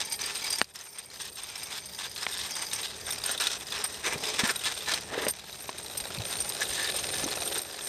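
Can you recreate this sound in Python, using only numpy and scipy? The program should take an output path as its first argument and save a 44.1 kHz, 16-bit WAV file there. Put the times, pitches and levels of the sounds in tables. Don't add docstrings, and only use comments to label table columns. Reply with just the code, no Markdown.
import sys
import numpy as np
from scipy import signal
from scipy.fft import rfft, irfft
from scipy.io import wavfile
from scipy.ndimage import uniform_filter1d

SR = 44100
rng = np.random.default_rng(int(sys.argv[2]) if len(sys.argv) > 2 else 0)


def volts_from_db(level):
    exponent = np.asarray(level, float) / 20
    return 10 ** exponent


def int16_out(signal):
    q = np.round(np.clip(np.atleast_2d(signal).T, -1, 1) * 32767)
    wavfile.write(sys.argv[1], SR, q.astype(np.int16))


N = 347508

# f/Hz, width/Hz, level/dB
HOLLOWS = [(2500, 61, 6.5), (3703, 660, 11), (4630, 3100, -10), (4840, 68, 5), (5500, 620, -1.5),
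           (6115, 130, 6.5)]
BITE_S = 0.011


def rms_one(x):
    return x / np.sqrt(np.mean(x ** 2) + 1e-20)


def in_time(rows):
    s, *columns = np.transpose(rows)
    return [np.interp(np.arange(N) / SR, s, c) for c in columns]


def drift(rate):
    r = np.exp(-80 * np.pi * rate / SR)
    noise = rng.standard_normal(N // 40 + 2002)
    slow = signal.lfilter([1], [1, -2 * r, r * r], noise)[2000:]
    return np.interp(np.arange(N) / 40, np.arange(len(slow)), rms_one(slow))


def band(x, low_hz, high_hz):
    return signal.sosfilt(signal.butter(2, [low_hz, high_hz], "band", fs=SR, output="sos"), x)


def coloured(x, points):
    hz, level_db = np.transpose(points)
    grid = np.fft.rfftfreq(N, 1 / SR) + 1
    gain = volts_from_db(np.interp(np.log(grid), np.log(hz), level_db))
    return rms_one(irfft(rfft(x) * gain, N))


def ring(clicks, hz, t60):
    r, w = volts_from_db(-60 / (t60 * SR)), 2 * np.pi * hz / SR
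    return signal.lfilter([0, np.sin(w)], [1, -2 * r * np.cos(w), r * r], clicks + 1e-18)


def resonance(x, hz, width_hz):
    r = np.exp(-np.pi * width_hz / SR)
    zeros = np.array([1, 0, -1]) * (1 - r * r) / 2
    return signal.lfilter(zeros, [1, -2 * r * np.cos(2 * np.pi * hz / SR), r * r], x)


def hollow(x, modes, through_db, shifting_db):
    out = volts_from_db(through_db) * x
    for k, (hz, width_hz, db) in enumerate(modes):
        strength = volts_from_db(db + shifting_db * drift(4.5))
        out = out + strength * resonance(x, hz, width_hz) * (-1) ** k
    return out


def grains(per_s, spread_db):
    out, at = np.zeros(N), np.flatnonzero(rng.random(N) < per_s / SR)
    size_db = spread_db * np.minimum(rng.exponential(1, len(at)), 4)
    out[at] = volts_from_db(size_db) * rng.choice([-1, 1], len(at))
    return rms_one(out)


def impulses(times, level_db):
    out = np.zeros(N)
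    out[(np.asarray(times) * SR).astype(int)] = volts_from_db(level_db)
    return out


def burst(clicks, rise_s, fall_s):
    a, b = np.exp(-1 / (rise_s * SR)), np.exp(-1 / (fall_s * SR))
    fall = signal.lfilter([1], [1, -b], clicks + 1e-18)
    return signal.lfilter([1 - a], [1, -a], fall)


def lasting(s, length):
    half = BITE_S / 2
    corners = [s - half, s + half, s + length - half, s + length + half]
    return np.interp(np.arange(N) / SR, corners, [0, 1, 1, 0])


def contacts(turns, chatter_db):
    # t/s, peak level/dB, puff level above the ring/dB
    knocks = [(0.121, -13.5, -18), (0.3488, -23, -12), (0.5034, -13.5, -24), (0.526, -17, 2),
              (0.584, -18.5, -14), (1.215, -17, -10), (1.63, -16, -1), (1.9874, -23, 8), (2.394, -24, -2),
              (2.6204, -22, -6), (2.7318, -15, -2), (3.105, -17, -4), (3.4077, -16, 3), (3.469, -20, 10),
              (3.838, -17.5, -13), (4.3906, -21, 9), (4.4725, -17, -11), (4.506, -17, 2), (4.559, -23, 8),
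              (4.6526, -20.5, 0), (4.937, -17, 12), (5.248, -19, -6), (5.296, -19, -6), (5.2814, -9, -5.5),
              (5.974, -13.5, -14), (6.3036, -29, -11), (6.402, -15, -15), (6.489, -13, -27),
              (6.7317, -23, -10), (6.961, -14, -3), (7.578, -11.5, -26)]
    # t/s, peak level/dB, puff level above the ring/dB
    taps = [(0.2104, -25, 10), (.44, -22, -13), (.5551, -20, 0), (0.983, -16, -14), (1.8548, -20, -12),
            (2.161, -30, 17), (2.3306, -20, -2), (2.46, -24, 2), (2.553, -22, 1.5), (3.0652, -28, 1),
            (3.1298, -17, 2), (3.18, -34, 13), (3.239, -28, 15), (3.258, -16, -14), (3.3113, -14.5, 0),
            (3.721, -28, 12.5), (3.861, -20, -7), (4.1295, -22.5, -8), (4.253, -21, 9.5),
            (4.6369, -23, 6.5), (4.886, -30, 8), (5.304, -14, -13), (5.828, -26, -17), (6.001, -21, 0),
            (6.141, -29, -16), (6.63, -21, -12), (6.767, -38, 9), (7.119, -23, -20), (7.455, -23, -4),
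            (7.6155, -12, -12)]
    # place in turn/0-1, slack/s, peak level above chatter/dB, puff level/dB
    turn_contacts = [
        (0.0, 0.0028, 8, -4),
        (0.549, 0.0124, 14.5, -24.5),
    ]
    uneven_db, puff_uneven_db = 4, -0.5
    rows = [np.array(knocks), np.array(taps)]
    for place, slack_s, peak_db, puff_db in turn_contacts:
        at = np.flatnonzero(np.diff(np.floor(turns - place)))
        luck = np.clip(rng.standard_normal((len(at), 3)), -2, 1.4)
        s = np.clip(at / SR + slack_s * luck[:, 0], 0, (N - 1) / SR)
        hit_db = chatter_db[at] + peak_db + uneven_db * luck[:, 1]
        rows.append(np.c_[s, hit_db, puff_db + puff_uneven_db * luck[:, 2]])
    return np.vstack(rows)


def struck(modes, times, level_db, chatter, scatter_db):
    luck, noise = rng.normal(0, 1, (len(times), len(modes))), rng.standard_normal(N)
    out = 0
    for k, (hz, mode_db, t60) in enumerate(modes):
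        swell = burst(impulses(times, level_db + scatter_db * luck[:, k]), .0012, .004)
        hits = swell * np.roll(noise, 997 * k)
        rub = chatter * volts_from_db(5 * drift(11) - 2) * grains(900, 4)
        out = out + volts_from_db(mode_db) * ring(hits + rub, hz, t60)
    return out


def mechanism(ticks, chatter_db):
    # f/Hz, level/dB, t60/s
    metal_modes = [(4860, -14, .04), (5200, -15, .03), (5560, -16, .04), (6150, -15, .045),
                   (8330, -17, .07), (8640, -4, .035), (8730, -2, .035), (8810, -5, .03)]
    # f/Hz, level/dB, t60/s
    small_modes = [(11220, -15, .07), (11380, -10, .08), (11510, -9, .06), (12820, -2, .06),
                   (12900, -2, .06), (15080, -3, .035)]
    s, peak_db, _ = ticks.T
    chatter = volts_from_db(chatter_db + 4.2 * drift(6.7))
    metal = struck(metal_modes, s, peak_db - 27, volts_from_db(-29.5) * chatter, scatter_db=2.5)
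    small = struck(small_modes, s, peak_db - 40.5, volts_from_db(-38) * chatter, scatter_db=-2.0)
    swell = burst(impulses(s, peak_db - 17.5), rise_s=.0005, fall_s=.0011)
    crack = band(rng.standard_normal(N), 4000, 16500) * (swell + volts_from_db(-18) * chatter)
    return metal + small + crack


def exhaust(ticks):
    s, peak_db, puff_db = ticks.T
    swell = burst(impulses(s, peak_db + puff_db - 13.5), rise_s=.0006, fall_s=.003)
    jet = hollow(band(grains(5000, 3.0), 1000, 7000), HOLLOWS, through_db=-6, shifting_db=2.5)
    return rms_one(jet) * swell


def teeth(turns, tooth_db):
    at = np.flatnonzero(np.diff(np.floor(3 * turns)))
    luck = rng.standard_normal((len(at), 2))
    level_db = np.array([0, -3., -2.])[np.arange(len(at)) % 3] + 3 * luck[:, 0]
    s = np.clip(at / SR + .0028 * luck[:, 1], 0, (N - 1) / SR)
    clicks = burst(impulses(s, level_db), .0003, .002) * rng.standard_normal(N)
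    case = resonance(clicks, 3830, 500) + volts_from_db(-6) * resonance(clicks, 2450, 400)
    case = case + volts_from_db(-12) * band(clicks, 1000, 7000)
    return volts_from_db(tooth_db) * rms_one(case)


def thumps(turns, tooth_db):
    # f/Hz, width/Hz, level/dB
    case_modes = [
        (610, 290, 0),
        (1320, 210, -7.5),
    ]
    # f/Hz, level/dB
    shaft_hum = [(334, -57), (377, -55.5), (522, -55.5), (560, -56), (608, -60), (689, -58.5), (770, -57)]
    hum_from_s, hum_rise_s, hum_wander_hz = 6.21, 0.66, 0.51
    fade = np.exp(-(turns % 1) / 0.13)
    swell = volts_from_db(3.0 * drift(8.7)) * uniform_filter1d(fade, size=130)
    noise = rng.standard_normal(N)
    case = rms_one(sum(volts_from_db(db) * resonance(swell * noise, hz, w) for hz, w, db in case_modes))
    hum = np.zeros(N)
    for hz, db in shaft_hum:
        phase = 2 * np.pi * np.cumsum(hz + hum_wander_hz * drift(1.52)) / SR
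        hum += volts_from_db(db) * np.sqrt(2) * np.sin(phase)
    fade_in = np.clip((np.arange(N) / SR - hum_from_s) / hum_rise_s, 0, 1)
    return volts_from_db(tooth_db - 5) * case + hum * fade_in


def ground(rolling_db):
    # t/s, length/s, crunch level/dB, drum level above crunch/dB
    stones = [(0, 0.021, -30.5, -5.5), (0.02, 0.057, -39, -6), (0.113, 0.051, -40.5, -26),
              (0.194, 0.18, -35.5, -5), (0.386, 0.22, -36, -6.5), (0.751, 0.12, -34.5, -6),
              (0.95, 0.061, -34, -3), (1.114, 0.18, -34, -6.5), (1.367, 0.33, -36, -5),
              (1.698, 0.09, -32.5, -5.5), (1.987, 0.088, -34, -4), (2.167, 0.079, -32.5, -5.5),
              (2.266, 0.23, -33, -6.5), (2.556, 0.086, -34, -5.5), (2.717, 0.15, -36.5, -5.5),
              (3.073, 0.084, -38, -1), (3.253, 0.084, -31.5, -5), (3.399, 0.077, -29, -5),
              (3.484, 0.093, -34.5, -7), (3.719, 0.14, -35, -0.5), (4.04, 0.11, -30.5, -2),
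              (4.234, 0.24, -34, -5.5), (4.387, 0.12, -27.5, -3), (4.633, 0.094, -32, -4),
              (4.873, 0.11, -31, -3), (5.1, 0.07, -43, 3), (5.141, 0.16, -38.5, 3.5),
              (6.313, 0.03, -32.5, -4), (6.609, 0.022, -30.5, -6), (6.773, 0.13, -37, -4.5),
              (7.131, 0.23, -34, -6.5), (7.561, 0.013, -32.5, -4.5)]
    drum_on_grit_db = -6.5
    sag_db_per_s = 9
    crunch, drum = volts_from_db(2 * rolling_db), volts_from_db(2 * (rolling_db + drum_on_grit_db))
    for s, length, crunch_db, drum_db in stones:
        first, last = int((s - BITE_S) * SR), int((s + length + 2 * BITE_S) * SR)
        at = np.arange(max(first, 0), min(last, N))
        sag = volts_from_db(sag_db_per_s * length)
        corners = [s - BITE_S / 2, s + BITE_S / 2, s + length - BITE_S / 2, s + length + BITE_S]
        under = np.interp(at / SR, corners, [0, sag, 1 / sag, 0])
        crunch[at] += under * volts_from_db(2 * crunch_db)
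        drum[at] += under * volts_from_db(2 * (crunch_db + drum_db))
    return 10 * np.log10(crunch), 10 * np.log10(drum)


def rollers(turns, rolling_db, shake_db, note_db):
    # f/Hz, level per Hz/dB
    grit_spectrum = [(410, -59), (700, -1.5), (3030, -1), (3600, -5.5), (7890, 3), (8760, 7.5),
                     (10300, -11), (13100, -8), (15400, -7), (16000, -33)]
    # f/Hz, width/Hz, level/dB
    drum_modes = [(875, 2400, -19), (1402, 93, 0), (1620, 63, -5), (1804, 76, 4), (2015, 145, -8),
                  (2370, 153, 1)]
    # f/Hz, width/Hz, level/dB
    chassis_modes = [(254, 720, -10), (421, 30, 9), (656, 530, -12), (721, 33, 4)]
    # t/s, length/s, rumble level/dB
    drags = [(4.05, 0.13, -38), (4.193, 0.16, -39.5), (4.387, 0.13, -36), (5.11, .18, -34.5),
             (7.133, 0.248, -42.5), (7.548, 0.027, -45)]
    shake_follows, sing_follows = 0.86, 2.28
    crunch_db, drum_db = ground(rolling_db)
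    singing_db = note_db + sing_follows * (drum_db + 44.5)
    shake_power = volts_from_db(2 * shake_db) + volts_from_db(2 * (-48.5 + shake_follows * (drum_db + 38.5)))
    drag_power = sum(lasting(s, length) * volts_from_db(2 * db) for s, length, db in drags)
    rumble_db = 10 * np.log10(shake_power + drag_power)

    load = np.where(np.arange(N) < 5.3 * SR, 1, .9)
    throb = np.cos(2 * np.pi * (turns - .1) + .45 * drift(1.3))
    throb_db = 1.9 * load * throb + 2.0 * drift(62)

    stones = coloured(grains(3500 * volts_from_db(2.5 * drift(25)), 2.8), grit_spectrum)
    drum = hollow(band(stones, 750, 2700), drum_modes, through_db=-7, shifting_db=2)
    crunch = hollow(band(stones, 2700, 13000), HOLLOWS, through_db=-8, shifting_db=2)
    singing = resonance(resonance(stones, 1748, 194), 1757, 230)
    low_noise = band(band(rng.standard_normal(N), 190, 1000), 150, 1300)
    rumble = hollow(low_noise, chassis_modes, through_db=-5, shifting_db=1.5)
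    grit = volts_from_db(drum_db - 3.0) * rms_one(drum) + volts_from_db(crunch_db - 4.5) * rms_one(crunch)
    grit = grit + volts_from_db(singing_db - 16) * rms_one(singing)
    return volts_from_db(throb_db) * grit + volts_from_db(rumble_db - 4.5 + 0.38 * throb_db) * rms_one(rumble)


def canopy():
    # t/s, length/s, level/dB
    spells = [(0, 0.16, -40), (0.196, 0.19, -41.5), (0.412, 0.21, -38.5), (0.875, 0.42, -46),
              (1.394, 0.76, -45), (2.495, 0.33, -41.5), (2.913, 0.243, -51), (4.19, 0.14, -43.5),
              (5.35, 0.34, -54.5)]
    # f/Hz, level/dB, t60/s
    sheet_modes = [(900, -10, 0.049), (2295, -5, 0.022), (3280, -10, 0.057), (4870, 0, 0.02),
                   (5460, -5.5, 0.016), (6130, -3.5, 0.022)]
    clicks = grains(per_s=400, spread_db=2.5)
    sheet = np.zeros(N)
    for hz, db, t60 in sheet_modes:
        sheet += volts_from_db(db) * rms_one(ring(clicks * volts_from_db(3.5 * drift(12)), hz, t60))
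    swell = uniform_filter1d(sum(volts_from_db(db) * lasting(s, length) for s, length, db in spells), size=900)
    return rms_one(sheet) * swell


def outdoor_air(shake_db):
    # f/Hz, level per Hz/dB
    air_spectrum = [(12, -52), (20, 0), (27, -16), (65, 3), (221, -2.5), (300, -39), (390, -2.5),
                    (660, -120)]
    level_db = -55 + 0.66 * (shake_db + 47.5)
    return volts_from_db(level_db + 2 * drift(2.7)) * coloured(rng.standard_normal(N), air_spectrum)


def gravel_ticks():
    # t/s, peak level/dB, f/Hz
    tick_rows = [(0.1216, -21.5, 4840), (0.1411, -24, 4830), (0.1915, -27, 4270), (0.2154, -21.5, 6070),
                 (0.2369, -22, 4410), (0.2588, -25, 4920), (0.3551, -23, 4970), (0.41, -27, 4060),
                 (0.4429, -23, 4870), (0.4653, -22, 5050), (0.5033, -22, 4920), (0.5267, -21, 6060),
                 (0.5851, -21, 5330), (0.6433, -30.5, 4870), (0.7501, -39, 3320), (0.7576, -25.5, 5270),
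                 (0.7885, -33, 4960), (0.8104, -30, 6320), (0.8608, -38, 6230), (0.9292, -37, 5240),
                 (0.984, -33, 3540), (1.1013, -34, 4160), (1.1402, -32, 4330), (1.2115, -28, 5630),
                 (1.2544, -30, 5350), (1.3278, -36, 4810), (1.3552, -36, 3840), (1.3811, -30, 5390),
                 (1.423, -34, 3520), (1.44, -34, 3620), (1.4869, -30, 5360), (1.5572, -24, 5340),
                 (1.5971, -29, 3620), (1.6316, -25, 4930), (1.657, -30, 3570), (1.6695, -26, 5500),
                 (1.7209, -29, 3560), (1.8945, -35, 3580), (1.9344, -33, 3870), (1.9478, -28, 5050),
                 (1.9878, -26, 3580), (2.0411, -24.5, 3520), (2.114, -26, 4990), (2.1604, -29, 3660),
                 (2.1773, -25, 4160), (2.2093, -27, 5050), (2.2287, -20, 5230),
                 (2.3223, -25, 3680), (2.3412, -22, 3610), (2.3831, -23, 4990), (2.3941, -25, 3540),
                     (2.453, -31, 3500), (2.5078, -22.5, 6120), (2.5522, -25, 3600), (2.5647, -21, 6120),
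                     (2.667, -22.5, 4900), (2.7134, -23, 3770), (2.7322, -18.5, 6060), (2.7603, -23, 6180),
                     (2.8316, -21.5, 3830), (2.8795, -40, 3700), (2.9024, -35, 4830), (2.9404, -31, 3670),
                     (2.9618, -31, 6100), (3.0117, -30, 4860), (3.0526, -34, 3800), (3.0661, -26, 3540),
                     (3.1055, -21, 3640), (3.1239, -18, 5540), (3.1823, -24, 4810), (3.2175, -27, 3870),
                     (3.238, -17.5, 4870), (3.2941, -22, 3500), (3.3483, -23, 3450), (3.3769, -19, 3650),
                     (3.4003, -18, 5230), (3.4193, -16, 3800), (3.439, -19, 3470), (3.4697, -19.5, 4280),
                     (3.5036, -24, 3610), (3.5156, -21, 5340), (3.6088, -26, 3510), (3.6258, -30, 5540),
                     (3.6672, -28, 4900), (3.7036, -26, 4900), (3.7228, -22, 3520), (3.767, -29, 5360),
                     (3.7874, -25, 5250), (3.8398, -28, 5080), (3.8493, -25, 5160), (3.9446, -33, 2870),
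                     (3.995, -34, 3890), (4.042, -36, 2500), (4.0414, -30, 3520), (4.0638, -21, 3570),
                     (4.1805, -25, 4870), (4.216, -27, 4890), (4.2367, -20.5, 2850), (4.2698, -22, 5030),
                     (4.2873, -21, 4900), (4.3407, -23, 3820), (4.3606, -24, 4910), (4.3933, -16, 3590),
                     (4.5053, -19.5, 5310), (4.559, -21, 3840), (4.5926, -23, 3590), (4.6126, -30, 3150),
                 (4.6437, -20, 3380), (4.7221, -24, 3470), (4.7759, -25, 3500), (4.8064, -25, 3620),
                    (4.8637, -27, 4030), (4.9161, -20, 3810), (4.941, -19, 4550), (5.0089, -28, 4830),
                    (5.1785, -31, 3850), (5.2189, -21.5, 3570), (5.2818, -21, 4870), (5.3935, -29, 3830),
                    (5.5272, -25.5, 3840), (5.6425, -35, 3820), (5.6814, -33, 3740), (5.7657, -41, 3700),
                    (5.7833, -28, 3880), (5.8615, -27, 3980), (5.9118, -27, 3840), (5.9777, -28, 4820),
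                    (6.0066, -28, 4820), (6.0455, -29, 3700), (6.1733, -28, 2580), (6.1852, -26, 4160),
                    (6.2226, -29, 3820), (6.2526, -28, 3600), (6.3094, -25, 4840), (6.3269, -22, 3660),
                    (6.3853, -25, 4380), (6.4218, -23, 5640), (6.49, -32, 4800), (6.5473, -31, 4830),
                    (6.6068, -22, 6170), (6.6522, -23, 3710), (6.6956, -28, 3610), (6.7335, -19.5, 5990),
                    (6.7674, -29, 3490), (6.7899, -31, 2710), (6.8028, -27, 3800), (6.844, -19.5, 4760),
                    (6.8742, -18, 3790), (6.8991, -17, 4000), (6.9919, -22, 6320), (7.0373, -25, 2690),
                    (7.086, -26, 3890), (7.1296, -25, 3710), (7.1835, -26, 4310), (7.24, -18.5, 6190),
                    (7.285, -21, 3430), (7.3132, -21, 4250), (7.3564, -24, 5800), (7.4235, -26, 5700),
                    (7.4768, -19.5, 3500), (7.5242, -20, 3530), (7.5566, -21, 3700), (7.7088, -32, 4890),
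                    (7.7611, -31, 4290), (7.8085, -26, 3420)]
    rattle_s, crack_s, width_hz = 0.0041, 0.0044, 183
    rows, t = tick_rows, np.arange(1500) / SR
    out, noise = np.zeros(N + SR), rng.standard_normal((len(rows), 1500))
    cracks = band(noise[:, ::-1] * np.exp(-t / crack_s), 1300, 12200)
    for (s, db, hz), n, crack in zip(rows, noise, cracks):
        ping = resonance(n * np.exp(-t / rattle_s), hz, width_hz)
        tick = ping / np.abs(ping).max() + volts_from_db(-1.5) * crack / np.abs(crack).max()
        out[int(s * SR):][:len(t)] += volts_from_db(db - 5) * tick
    return out[:N] / gain_control()


def snaps():
    # t/s, peak height, contact corner f/Hz, body f/Hz, body level/dB
    snap_events = [
        (.6155, .92, 5000, 1900, -10),
        (.6249, .05, 4000, 1700, -6),
        (2.2657, .19, 8000, 3400, 3),
        (2.2672, .23, 4000, 2200, 2),
        (2.2682, .1, 4000, 1100, -4),
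        (5.2671, .26, 2200, 620, -2),
        (5.6922, .14, 2500, 1050, -1),
    ]
    # f/Hz, level/dB, t60/s
    snap_body = [(272, -12, 0.04), (2940, -14.5, 0.0076), (4550, -16, 0.0063)]
    out, click = np.zeros(N + SR), np.arange(SR // 4) == 0
    for s, height, corner_hz, body_hz, body_db in snap_events:
        push = band(click + 1e-18, 200, corner_hz)
        body = [*snap_body, (body_hz, body_db, 16 / body_hz)]
        shape = -sum(volts_from_db(db) * 6 * hz / SR * ring(push, hz, t60) for hz, db, t60 in body) - push
        out[int(s * SR):][:len(shape)] += height * shape / np.abs(shape).max()
    return out[:N]


def bumps():
    # t/s, peak level/dB, f/Hz
    thuds = [(4.069, -21.5, 408), (4.157, -27, 155), (4.435, -15.5, 220), (5.149, -30, 487),
             (5.178, -15.5, 463), (6.019, -37, 59.2), (6.181, -27, 147), (6.197, -23.5, 110),
             (6.699, -35.5, 70.5), (7.239, -21.5, 283), (7.261, -19, 340)]
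    out, t = np.zeros(N + SR), np.arange(SR // 4) / SR
    for s, db, hz in thuds:
        swell = (1 - np.exp(-t / 0.00053)) * np.exp(-t * hz / 1.34)
        out[int(s * SR):][:len(t)] += volts_from_db(db - 2) * swell * np.sin(2 * np.pi * hz * t)
    return out[:N]


def leak():
    # t/s, f/Hz, level/dB
    whistle = [(6.15, 8950, -70.5), (6.33, 9000, -43.5), (6.56, 9080, -47), (6.72, 9060, -58),
               (6.95, 9080, -45), (7.15, 9070, -40), (7.35, 9040, -46.5), (7.52, 9000, -41.5),
               (7.62, 8950, -55)]
    width_hz = 87
    hz, level_db = in_time(whistle)
    at = np.arange(N)
    silent = (at < whistle[0][0] * SR) | (at > whistle[-1][0] * SR)
    level_db = np.where(silent, -99, level_db)
    r, phase = np.exp(-2 * np.pi * width_hz / SR), 2 * np.pi * np.cumsum(hz) / SR
    a, b = signal.lfilter([1], [1, -2 * r, r * r], rng.standard_normal((2, N)))
    return volts_from_db(level_db + 2.3 * drift(9)) * rms_one(a * np.cos(phase) + b * np.sin(phase))


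def gain_control():
    # t/s, cut level/dB
    ducks = [
        (0.624, -10.5),
        (5.302, -4),
        (7.593, -7.5),
    ]
    duck_s, recover_db_per_s = 0.016, 5
    t, gain_db = np.arange(N) / SR, np.zeros(N)
    for s, cut_db in ducks:
        recovering_db = np.minimum(cut_db + recover_db_per_s * (t - s), 0)
        gain_db += np.clip((t - s) / duck_s, 0, 1) * recovering_db
    return volts_from_db(gain_db)


def scene():
    # t/s, then level/dB of fine grit, chatter, chassis shake, tooth clicks, drum note
    running = [(0, -47, -41.5, -52.5, -62, -50), (.6, -45, -42.5, -51, -66, -40),
               (1.3, -46, -39.5, -47, -66, -55), (2.5, -42, -42, -50.5, -75, -40),
               (3.3, -41, -47, -46.5, -45.5, -47), (4.1, -38, -45.5, -48, -73, -56),
               (4.9, -36.5, -46.5, -48, -44, -44), (5.15, -43.5, -50, -45, -57, -62),
               (5.45, -43.5, -47, -48.5, -48, -47), (6.2, -41.5, -40.5, -43, -44, -46),
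               (6.8, -34, -36.5, -44, -45, -34), (7.3, -39, -40, -43, -41.5, -41.5),
               (7.88, -33, -33, -39, -43, -38)]
    # t/s, turns completed
    crank = [(-.053, -1), (.5863, 10), (1.7787, 31), (2.5623, 45), (3.3475, 59), (4.504, 80), (4.93, 88),
             (5.693, 103), (6.003, 109), (6.453, 118), (7.0406, 130), (7.514, 140), (7.93, 149)]
    rolling_db, chatter_db, shake_db, tooth_db, note_db = in_time(running)
    turns, = in_time(crank)
    ticks = contacts(turns, chatter_db)
    engine = mechanism(ticks, chatter_db) + exhaust(ticks) + teeth(turns, tooth_db) + thumps(turns, tooth_db)
    loose = canopy() + gravel_ticks() + leak()
    rolling = rollers(turns, rolling_db, shake_db, note_db)
    return (engine + loose + rolling + outdoor_air(shake_db) + snaps() + bumps())[None]


def roll_off(x):
    return signal.sosfilt(signal.butter(12, 16300, fs=SR, output="sos"), x)


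def record(dry):
    bass_cut = signal.butter(1, 50, "high", fs=SR, output="sos")
    top_cut = signal.cheby2(12, 60, 16000, fs=SR, output="sos")
    mix = signal.sosfilt(bass_cut, dry * gain_control())
    mix = signal.sosfilt(top_cut, mix)
    return roll_off(mix)


dry = scene()
out = record(dry)
int16_out(out)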